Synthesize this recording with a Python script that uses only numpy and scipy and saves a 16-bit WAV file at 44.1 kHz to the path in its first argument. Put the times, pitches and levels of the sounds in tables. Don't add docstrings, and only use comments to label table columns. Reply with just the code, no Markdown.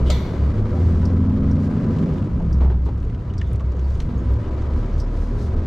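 import sys
import numpy as np
from scipy import signal
from scipy.fft import rfft, irfft, next_fast_len
from scipy.io import wavfile
from scipy.ndimage import uniform_filter1d, minimum_filter1d

SR = 44100
rng = np.random.default_rng(int(sys.argv[2]) if len(sys.argv) > 2 else 0)


def boost(x):
    u = np.asarray(x, float) / 20
    return 10 ** u


def to_wav(sig):
    pcm = np.clip(np.atleast_2d(sig), -1, 1) * 32767
    pcm = np.round(pcm).astype(np.int16)
    wavfile.write(sys.argv[1], SR, pcm.T)


N = 249606

# t/s, firings per second [1/s]
SPEED = [(0, 67), (.35, 69), (.55, 78), (.75, 82), (1.3, 87.8), (1.6, 89.3), (1.87, 93.2), (2.1, 92.8),
         (2.3, 67), (2.75, 64), (3.0, 57), (3.3, 68.5), (3.65, 63.5), (3.95, 67.5), (4.15, 58),
         (4.75, 73.5), (5.3, 75.5), (5.66, 80)]
# t/s, level under full pull/dB
LOAD = [(0, -8.5), (.3, -8.5), (.6, -10.5), (.9, -10), (1.3, -6), (1.95, -6), (2.1, -8), (2.25, -15.5),
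        (2.8, -13), (3.9, -19), (4.2, -20.5), (4.55, -18.5), (4.72, -17.5), (5.66, -20)]
# t/s, level/dB
TRAVEL = [(0, 1), (.9, -0.1), (1.32, -2), (1.53, -1), (2.0, 1), (2.22, -1), (2.33, -4.5), (2.57, -4.5),
          (2.75, -9), (3.17, -6.5), (3.4, -6), (3.86, -5), (4.24, -3), (4.6, -0.5), (5.28, -3),
          (5.66, -0.5)]
ORDERS = [2, 4, 5, 7, 8, 9, 10, 11, 12, 13, 14, 15, 16, 17, 18, 19, 20, 22, 24, 26, 28, 32, 34, 36, 40, 42]
ORDER_LEVELS = [-31.5, -38.5, -37, -40.5, -34, -37, -37.5, -33, -32.5, -48.5, -33, -42, -32, -41.5, -36,
                -40.5, -43.5, -39.5, -49, -41, -51.5, -47.5, -45.5, -50.5, -46.5, -50.5]
# f/Hz, width/Hz, lift/dB
PANELS = [(73.4, 18, 11.5), (110, 9.8, 12), (135.8, 1, 6), (150.6, 11, 7.5), (168.3, 12, 9),
          (209.4, 15, 9.5), (260, 30, 9)]
# t/s, multiple [1], peak level/dB, half length/s
SINGING_ORDERS = [(0.63, 8, -26, 0.16), (0.71, 36, -41.5, .2), (0.68, 18, -37.5, 0.29),
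                  (1.03, 12, -34, 0.11), (1.36, 14, -29.5, 0.37), (1.6, 18, -36, 0.26),
                  (1.87, 10, -31, 0.36), (2.1, 26, -41, 0.2), (2.45, 15, -26.5, 0.1), (3.3, 11, -34, 0.23),
                  (4.4, 11, -38.5, 0.049), (3.4, 8, -26, 0.11), (4.36, 10, -25.5, 0.071),
                  (4.6, 10, -33.5, 0.076), (4.547, 28, -36, 0.089), (5.9, 28, -41.5, 0.19),
                  (5.303, 22, -42, 0.098), (5.35, 9, -33.5, 0.09), (.75, 26, -38, 0.13),
                  (2.42, 18, -32, 0.082), (2.34, 10, -32, 0.084), (4.75, 20, -41, 0.09),
                  (5.38, 32, -39.5, 0.085), (1.78, 7, -27, 0.11), (1.65, 16, -38.5, .25),
                  (1.1, 15, -32.5, 0.27), (1.3, 18, -33.5, .2), (1.5, 10, -34, 0.17), (1.96, 14, -35, 0.17),
                  (2.2, 17, -35.5, .12)]
# t/s, peak level/dB, half length/s
DRIVELINE_SURGES = [(.1, -17, 0.15), (.85, -17, 0.12), (1.15, -17.5, 0.22), (1.56, -20.5, 0.13),
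                    (1.94, -22, 0.045), (2.35, -19, 0.025), (2.65, -13, 0.14), (2.86, -22.5, 0.074),
                    (3.07, -28, 0.032), (3.15, -19.5, 0.018), (3.3, -25.5, 0.026), (3.55, -19, 0.17),
                    (3.84, -16.5, 0.11), (4.07, -39, 0.02), (4.29, -20, 0.081), (4.68, -22.5, 0.16),
                    (4.97, -21.5, 0.033), (5.2, -26.5, 0.12), (5.49, -18.5, 0.03), (5.6, -18.5, 0.027)]
# t/s, peak level/dB, half length/s
ROAR_FLARES = [
    (2.12, -26, 0.24),
    (2.36, -32, 0.062),
    (2.58, -31, 0.1),
    (2.88, -29, 0.02),
    (4.15, -32.5, 0.1),
    (5.55, -45, 0.047),
]
# f/Hz, level/dB per Hz
ROAR_SPECTRUM = [(76, -1.5), (130, -3.5), (162, 0.5), (235, -6), (330, -15), (430, -52), (730, -120)]
# f/Hz, level/dB per Hz
BLOCK_SPECTRUM = [(160, -21.5), (280, -4), (300, -8), (387, -4.5), (437, -10.5), (482, -7.5), (578, -13),
                  (623, -14.5), (672, -15), (805, -21), (880, -22), (985, -16), (1030, -19), (1200, -22),
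                  (1325, -21), (1380, -27.5), (1560, -29), (1700, -35), (2210, -48.5), (3740, -120)]
# f/Hz, level/dB per Hz
STALKS_SPECTRUM = [(1100, -22), (1450, -1), (1740, -2.5), (2040, -4), (2540, -8.5), (3500, -12),
                   (4780, -14.5), (6200, -19.5), (7500, -23.5), (9500, -49)]
# f/Hz, level/dB per Hz
FINE_SPECTRUM = [(5500, -25), (7000, -5.5), (8500, -0.5), (11400, -9), (13000, -10.5), (14200, -28.5),
                 (15200, -54)]
# t/s, heave level/dB, boom level/dB
JOLTS = [(0, -17, -29.5), (0.649, -29, -32), (.88, -35, -31), (1.21, -42, -30), (1.48, -34.5, -32.5),
         (2.199, -42.5, -24), (2.44, -25.5, -27), (2.701, -34, -36), (3.0, -33, -37), (3.3, -35, -34),
         (3.571, -38, -31), (4.02, -26, -35.5), (4.15, -32.5, -31.5), (4.34, -54, -32), (4.52, -31, -34.5),
         (4.789, -32.5, -35), (4.95, -49, -38), (5.39, -56, -30.5), (5.56, -25, -38.5)]
# f/Hz, level/dB per Hz
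HEAVE_SPECTRUM = [(10, -30), (17, -10), (22, -3), (27, 0), (32, -5), (42, -14), (52, -40)]
# f/Hz, level/dB per Hz
BOOM_SPECTRUM = [(34, -35.5), (44, -2.5), (54, -19), (66, 5.5), (80, -9.5), (100, -1.5), (115, -5.5),
                 (135, -10), (160, -48.5)]
# f/Hz, level/dB per Hz
HUM_SPECTRUM = [(200, -40), (228, -6), (238, 0), (250, -6), (285, -40)]
# f/Hz, level/dB per Hz
LEAK_SPECTRUM = [(1500, -36), (2000, 0), (2600, -9), (2950, 5), (4500, -8), (8000, -18.5), (12000, -25.5),
                 (14500, -44)]
# f/Hz, level/dB per Hz
JET_SPECTRUM = [(1200, -47), (1750, -15), (2150, 5.5), (2600, -16), (3000, -2), (3550, 0.5), (3950, -7.5),
                (4300, -5.5), (4900, -17), (5850, -6.5), (8000, -16.5), (11000, -27.5), (12300, -11.5),
                (15500, -48)]
# f/Hz, level/dB per Hz
SNAP_SPECTRUM = [(300, -40), (500, 3), (900, -3), (1370, -11), (1820, -31), (3300, -8), (4740, -10.5),
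                 (5270, -16.5), (7350, -15), (9000, -31), (12300, -31.5), (16500, -51)]
# t/s, peak level/dB, f/Hz, t60/s, left-right level/dB
VALVE_MODES = [
    (.1012, -23, 1315, .06, 0),
    (.1012, -27, 2990, .06, 1.5),
    (.1012, -27, 3340, .07, 0),
    (.1012, -22, 4800, .08, 1.5),
    (.1012, -31, 6360, .05, 2.5),
    (.1012, -31, 7270, .07, 2),
    (.1012, -38, 8140, 0.059, 1),
    (.115, -29, 3650, .08, 1.5),
]
# f/Hz, width/Hz, level/dB, fall/dB per s
WHISTLES = [(1985, 83, -45, 62), (2190, 56, -43.5, 75), (2320, 46, -55, 96.5), (3230, 36, -56, 100.5),
            (3400, 67, -42, 100), (3650, 66, -42, 96), (4050, 50, -47, 85), (4280, 50, -46, 80),
            (5840, 66, -51.5, 100), (12160, 300, -70, 72), (2980, 60, -56, 30.5), (4730, 73, -55, 35.5),
            (2350, 200, -50, 63), (3740, 300, -53.5, 55.5)]
# t/s, peak level/dB, t60/s
THUDS = [
    (0.806, -38, 0.061),
    (2.604, -33, 0.51),
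    (2.643, -37.5, 0.19),
    (2.698, -29.5, 0.097),
    (2.713, -36, 0.15),
    (2.861, -35, 0.2),
    (2.885, -33, 0.086),
    (4.002, -38, 0.049),
    (4.141, -55, 0.09),
    (5.503, -51, 0.045),
]
# f/Hz, level/dB per Hz
THUD_SPECTRUM = [(180, -43), (300, 7), (684, -7), (925, -6), (1060, -12), (1270, -15.5), (2700, -29.5),
                 (3760, -31), (8000, -48.5), (10400, -84.5), (17600, -120)]
# t/s, peak level/dB, f/Hz, t60/s, left-right level/dB
KNOCKS = [(0.093, -16.5, 586, 0.023, 0.5), (1.1, -20.5, 480, .04, 6), (.727, -26, 554, .04, 1.5),
          (.752, -28.5, 740, .2, 4), (2.4, -29.5, 920, 0.08, -1), (2.656, -29.5, 840, 0.22, 0),
          (2.6, -40.5, 790, .05, 1.5), (2.606, -40.5, 2300, .05, 1.5), (2.622, -36.5, 1100, .1, 0),
          (2.653, -37, 1100, .04, 1.5), (2.876, -35, 654, .05, 1.5), (2.883, -33, 860, 0.057, 1.5),
          (3.4135, -34.5, 2900, .02, 1), (3.4135, -32.5, 2300, .02, 1.5), (3.543, -46, 2300, .05, -1),
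          (5.36, -42.5, 1540, .6, 1.5), (3.1868, -50.5, 2630, 0.06, 5), (3.2068, -54, 2740, 0.04, 0),
          (3.147, -51, 2670, .05, 4), (3.2905, -46, 2300, .025, -1), (3.4135, -25, 1800, .022, 3),
          (3.603, -31.5, 1100, 0.063, -2), (3.742, -25, 478, .06, 0), (4.196, -27, 333, 0.12, -1),
          (2.7, -41, 1530, .05, 3), (3.1, -46.5, 2000, 0.036, -4), (2.96, -39, 1220, 0.07, -1),
          (2.4, -31, 640, 0.16, 0.5), (2.705, -33, 565, 0.11, 1.1), (2.699, -32, 940, .08, -1),
          (3.05, -28, 444, 0.14, 3), (3.3, -38.5, 3000, 0.054, 2.5), (4.143, -30.5, 480, 0.2, 4),
          (5.1, -35, 450, 0.19, 1.1), (6.1, -29, 520, 0.046, 1.1)]
# t/s, peak level/dB, f/Hz, t60/s, left-right level/dB
BUCKLE_TAPS = [
    (1.0526, -32.5, 5200, .09, 4),
    (1.512, -39, 5450, .09, 4),
    (2.5272, -35, 5280, .11, -3.5),
    (3.3797, -31.5, 5150, .09, -4),
    (3.7666, -49, 6460, .06, 2),
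    (4.9985, -33, 5280, .13, 6),
]
# t/s, low third peak/dB, middle against it/dB, high against it/dB, left-right level/dB
TICKS = [(1.985, -41, -6, -36, 1), (2.1816, -40.5, -13, -21, 2), (2.2245, -44.5, -12, -20, 0.5),
         (2.3994, -46, -8, -22, 7), (2.9557, -57, -19, -29, 3), (2.9777, -55, -1, -11, 2.5),
         (3.029, -48.5, -16, -15, 8), (3.1467, -44, -14, -34, -6), (3.3365, -41.5, -5.5, -24, -5),
         (3.4130, -33.5, -11, -25, 5.5), (3.514, -45, -16, -18, -0.5), (3.5299, -47, -4, 0.5, 8),
         (3.5575, -49.5, 3, -8, 7), (3.5967, -41.5, -11, -30.5, -4), (3.7924, -44, -1.5, -35, 5),
         (3.9033, -50.5, 1.5, -14.5, -4), (4.002, -31, -5, -22, 3.5), (4.3388, -51, 2.5, -19, 3),
         (2.5842, -50, -5, -27, 2), (3.048, -51, -2, -17.5, -5), (3.472, -58, 2, -2.5, 7),
         (3.605, -44.5, -5, -17, 4), (3.719, -55.5, 7, -15, 2), (3.882, -53, -5, -27, 0),
         (3.951, -46, 2, -21, 1.5), (4.019, -40, -10, -24, 1.5), (1.054, -49.5, 5.5, -13, 7),
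         (1.5555, -51, -1, -20, 1.5), (2.1382, -47, -1, -19, 2), (2.4445, -57, -5, -20, 1.5),
         (2.8196, -55, -1.5, -15, 1.5), (3.0002, -51.5, -0.5, -15, 1.5), (3.0976, -46.5, -10, -25, 1.5),
         (4.6185, -48.5, -2, -22, 0), (4.86, -49, -2, -20, 1), (4.9792, -48, -2, -16.5, 1.5),
         (5.1713, -46, -3, -14, 0), (3.385, -56, 5, -18, 3), (3.428, -48, -4, -22, 0)]
# lower f/Hz, upper f/Hz
TICK_BANDS = [(1300, 3500), (3500, 7000), (7000, 11500)]
# t/s, peak level/dB, f/Hz, t60/s, left-right level/dB
JINGLES = [
    (1.0695, -57, 12100, 0.074, 4.2),
    (1.1318, -60, 12000, 0.032, 2.5),
    (3.9399, -78, 11830, 0.037, 0.5),
    (4.1798, -53, 11660, 0.026, 6.4),
    (4.3221, -48.5, 11950, 0.035, 3.4),
    (4.3645, -73.5, 10600, 0.062, 6.3),
    (4.4126, -62, 11950, 0.063, 2.2),
]
# t/s, peak level/dB, f/Hz, t60/s, left-right level/dB
METAL_RINGS = [(3.392, -52, 3480, .1, 1.5), (3.44, -54, 3530, .3, 3), (3.47, -54, 3600, .15, 3),
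               (3.472, -59, 6500, .1, 3), (3.84, -53, 4500, .15, 1.5), (3.94, -56, 6540, .05, 3),
               (4.177, -54, 6600, .12, 1.5), (4.437, -53, 2980, .06, 4), (4.451, -49, 2980, .07, 4),
               (4.93, -53, 5630, .12, 3), (5.003, -48, 5230, .2, 0)]
# t/s, rms level/dB, half length/s
SWISHES = [(0.882, -61.5, 0.2), (1.644, -59.5, 0.049), (1.995, -63.5, 0.065), (2.86, -59, 0.012),
           (3.946, -63.5, 0.15), (5.0, -55, 0.026), (4.78, -64, 0.046), (5.15, -66, 0.043),
           (5.235, -60, 0.066), (4.02, -61, 0.009), (5.426, -56, 0.063)]
# f/Hz, level/dB per Hz
SWISH_SPECTRUM = [(2500, -13), (4000, 1), (6000, -1.5), (8500, -11), (11500, -15), (13000, -19),
                  (15300, -46)]
# f/Hz, side minus mid level/dB
SPREAD = [(60, -34), (110, -27), (200, -18.5), (370, -15.5), (690, -10.5), (1270, -7.5), (2340, -4.5),
          (4320, -7), (7950, -6.5), (14600, -4)]
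# f/Hz, left-right level/dB
TILT = [(60, 0), (110, 0.5), (200, -1), (370, 0.5), (690, 2), (1270, 2.5), (2340, 2.0), (4320, 0),
        (7950, 2.5), (14600, -2)]

SNAP_S = .1008


def engine():
    per_s, = in_time(SPEED)
    load_db, = in_time(LOAD)
    cycle = 2 * np.pi * np.cumsum(per_s) / SR / 6
    tones = firing_tones(cycle) + cycle_orders(cycle, per_s, load_db)
    roar_gain = boost(-26 + 0.59 * load_db) + swells(ROAR_FLARES)
    return np.sqrt(2) * tones + roar_gain * coloured(ROAR_SPECTRUM) + clatter(cycle, load_db)


def firing_tones(cycle):
    from_s, to_s, edge_s = 4.755, 5.35, 0.11
    lugging = rise(from_s - edge_s, edge_s) * (1 - rise(to_s, edge_s))
    firing = uniform_filter1d(boost(-48.5) + swells(DRIVELINE_SURGES), size=64)
    half = boost(-41) + boost(-23) * lugging ** 2
    return firing * np.sin(6 * cycle + .35 * drift(5)) + half * np.sin(3 * cycle)


def cycle_orders(cycle, per_s, load_db):
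    tones = np.zeros(N)
    for k, (order, level_db) in enumerate(zip(ORDERS, ORDER_LEVELS)):
        hz = order * per_s[::64] / 6
        lift_db = sum(db / (1 + (2 * (hz - centre) / width) ** 2) for centre, width, db in PANELS)
        gain = boost(level_db + load_db + np.repeat(lift_db, 64)[:N] + 1.5 * drift(3))
        for s, multiple, db, half_s in SINGING_ORDERS:
            if round(multiple) == order:
                gain = gain + swells([(s, db, half_s)])
        tones = tones + gain * np.sin(order * cycle + k * k + .25 * drift(3))
    return tones


def clatter(cycle, load_db):
    travel_db, = in_time(TRAVEL)
    uneven = .12 * np.cos(cycle) + .12 * np.cos(2 * cycle + 1)
    rap = 1 + boost(load_db / 2) * (.28 * np.cos(6 * cycle) + uneven)
    flutter, broken = drift(22), gaps(16, 7, .014)
    block = coloured(BLOCK_SPECTRUM)
    floor_pan = signal.sosfiltfilt(signal.butter(3, 497, fs=SR, output="sos"), block)
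    block = block + (boost(0.5 + 0.31 * travel_db + 0.63 * drift(1.4)) - 1) * floor_pan
    rapped = boost(-33.5 + travel_db + .5 * flutter) * block * rap
    rustle_gain = boost(-51 + travel_db + 0.26 * flutter + 0.29 * drift(40))
    rustle = rustle_gain * coloured(STALKS_SPECTRUM) * rap * broken
    fine_gain = boost(-74 + travel_db + 1.2 * flutter + 0.6 * drift(40))
    return rapped + rustle + fine_gain * coloured(FINE_SPECTRUM) * broken


def ground():
    t = np.arange(N) / SR
    heave = boost(-38) + swells([(s, db, 0.085) for s, db, _ in JOLTS])
    boom = boost(-28) + swells([(s, db, 0.066) for s, _, db in JOLTS])
    boom = boom * boost(0.45 * drift(22))
    hum_s, hum_rise_s, hum_db, hum_fall_db_s, hum_rest_db = 3.97, 0.106, -34, 9, -40
    hum_level_db = np.maximum(hum_db - hum_fall_db_s * (t - hum_s), hum_rest_db)
    hum = boost(hum_level_db) * rise(hum_s, hum_rise_s) * coloured(HUM_SPECTRUM)
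    note = swells([(0.449, -17, 0.1)]) * np.sqrt(2) * np.sin(2 * np.pi * 69.6 * t)
    return note + heave * coloured(HEAVE_SPECTRUM) + boom * coloured(BOOM_SPECTRUM) + hum


def valve():
    since = np.arange(N) / SR - SNAP_S
    leak = (since < 0) * boost(-45) * rise(0.056, 0.0083) * coloured(LEAK_SPECTRUM)
    jet = (since >= 0) * boost(-43 - 78 * since) * coloured(JET_SPECTRUM)
    out = (leak + jet) * boost(.6 * drift(40))
    t = np.arange(4000) / SR
    attack = np.minimum(t / .0006, 1)
    dying = boost(-60 * t / 0.069) + boost(-7.0 - 60 * t / 0.25)
    add(out, SNAP_S, boost(-27) * dying * attack * coloured(SNAP_SPECTRUM, size=len(t)))
    return out


def whistles():
    since = np.arange(22000) / SR
    out = np.zeros((2, N))
    for hz, width, db, fall_db in WHISTLES:
        r = np.exp(-np.pi * width / SR)
        air = rng.standard_normal((2, len(since)))
        pair = air[0] + 0.51 * air[1] * [[1], [-1]]
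        note = signal.lfilter([1, 0, -1], [1, -2 * r * np.cos(2 * np.pi * hz / SR), r * r], pair)
        add(out, SNAP_S, boost(db - fall_db * since) * note / note.std())
    return out


def thuds():
    out, t = np.zeros((2, N)), np.arange(12000) / SR
    for s, peak_db, t60 in THUDS:
        gain = boost(peak_db + 3.5 - 60 * t / t60) * np.minimum(t / 0.0033, 1)
        add(out, s, gain * coloured(THUD_SPECTRUM, size=len(t)))
    return out


def struck(rows, width, skirt_db, tail_db):
    out, t = np.zeros((2, N)), np.arange(4000) / SR
    for s, peak_db, hz, t60, pan_db in rows:
        skirt = burst(hz * .75, hz * 1.7, t60 / 2)
        head = boost(-200 * t / t60) * np.minimum(t / .0012, 1)
        head = head * np.sin(2 * np.pi * hz * t) * np.cos(np.pi * hz * (width - 1) * t)
        tail = burst(hz / width, hz * width, t60, order=2)
        ring = (1 - boost(tail_db)) * head + boost(tail_db) * tail
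        add(out, s, boost(peak_db) * (ring + boost(skirt_db) * skirt) * pan(pan_db))
    return out


def ticks():
    out = np.zeros((2, N))
    for s, peak_db, middle_db, high_db, pan_db in TICKS:
        thirds = zip((0, middle_db, high_db), TICK_BANDS)
        sound = sum(boost(peak_db + db) * burst(*band, .03) for db, band in thirds)
        add(out, s, sound * pan(pan_db))
    return out


def swishes():
    return coloured(SWISH_SPECTRUM) * swells(SWISHES)


def in_time(rows):
    s, *columns = np.transpose(rows)
    return [np.interp(np.arange(N) / SR, s, c) for c in columns]


def at_hz(points, hz):
    table_hz, level_db = np.transpose(points)
    return np.interp(np.log(hz), np.log(table_hz), level_db)


def drift(rate):
    r = np.exp(-80 * np.pi * rate / SR)
    slow = signal.lfilter([1], [1, -2 * r, r * r], rng.standard_normal(N // 40 + 2002))[2000:]
    return np.interp(np.arange(N) / 40, np.arange(len(slow)), slow / slow.std())


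def coloured(spectrum, size=N):
    padded = next_fast_len(size)
    hz = np.maximum(np.arange(padded // 2 + 1) * SR / padded, 1)
    ripple = np.interp(hz / 28, np.arange(800), rng.standard_normal(800)) * np.clip(hz / 300 - .5, 0, 1)
    inside = (hz > spectrum[0][0]) * (hz < spectrum[-1][0])
    shape = boost(at_hz(spectrum, hz) + 1.1 * ripple) * inside
    mid, side = rfft(rng.standard_normal((2, padded))) * shape
    side = side * boost(at_hz(SPREAD, hz))
    tilt = boost(at_hz(TILT, hz) / 2)
    pair = irfft(np.array([(mid + side) * tilt, (mid - side) / tilt]), padded)[:, :size]
    return pair / pair.mean(axis=0).std()


def burst(low_hz, high_hz, t60, order=3):
    t = np.arange(4000) / SR
    puff = rng.standard_normal(len(t)) * boost(-60 * t / max(t60, .004))
    puff *= np.minimum(t / .001, 1)
    band = signal.butter(order, [low_hz, min(high_hz, 18000)], "band", fs=SR, output="sos")
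    puff = signal.sosfilt(band, puff)
    return puff / np.abs(puff).max()


def gaps(per_s, depth_db, length):
    starts = 1. * (rng.random(N) < per_s / SR)
    breaks = signal.fftconvolve(starts, np.hanning(round(length * SR)), "same")
    return boost(-depth_db * np.minimum(breaks, 1))


def swells(rows):
    t = np.arange(0, N + 32, 32) / SR
    gain = sum(boost(db) * np.exp(-((t - s) / half_s) ** 2) for s, db, half_s in rows)
    return np.repeat(gain, 32)[:N]


def rise(s, length):
    return np.clip((np.arange(N) / SR - s) / length, 0, 1)


def pan(pan_db):
    return boost([[pan_db / 2], [-pan_db / 2]])


def add(out, s, sound):
    i = round(s * SR)
    out[:, i:i + sound.shape[1]] += sound[:, :N - i]


def scene():
    air = valve() + struck(VALVE_MODES, 1.04, -21, tail_db=-8.5) + whistles()
    knocks = struck(KNOCKS, 1.07, -14, tail_db=-6)
    buckle = struck(BUCKLE_TAPS, 1.12, -14, tail_db=-10)
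    trinkets = struck(JINGLES, 1.04, -10.5, tail_db=-5.5)
    metal = struck(METAL_RINGS, 1.05, -23.5, tail_db=0.5)
    return engine() + ground() + air + thuds() + knocks + buckle + ticks() + trinkets + metal + swishes()


def roll_off(x):
    return signal.sosfilt(signal.butter(12, 15240, fs=SR, output="sos"), x)


def record(dry):
    ceiling, release_db_s = .43, 50.5
    over_db = np.maximum(20 * np.log10(np.abs(dry).max(axis=0) / ceiling + 1e-9), 0)
    ramp = release_db_s * np.arange(N) / SR
    held = np.maximum.accumulate(over_db + ramp) - ramp
    duck = uniform_filter1d(-minimum_filter1d(-held, size=129), size=129)
    return roll_off(dry * boost(-duck))


dry = scene()
out = record(dry)
to_wav(out)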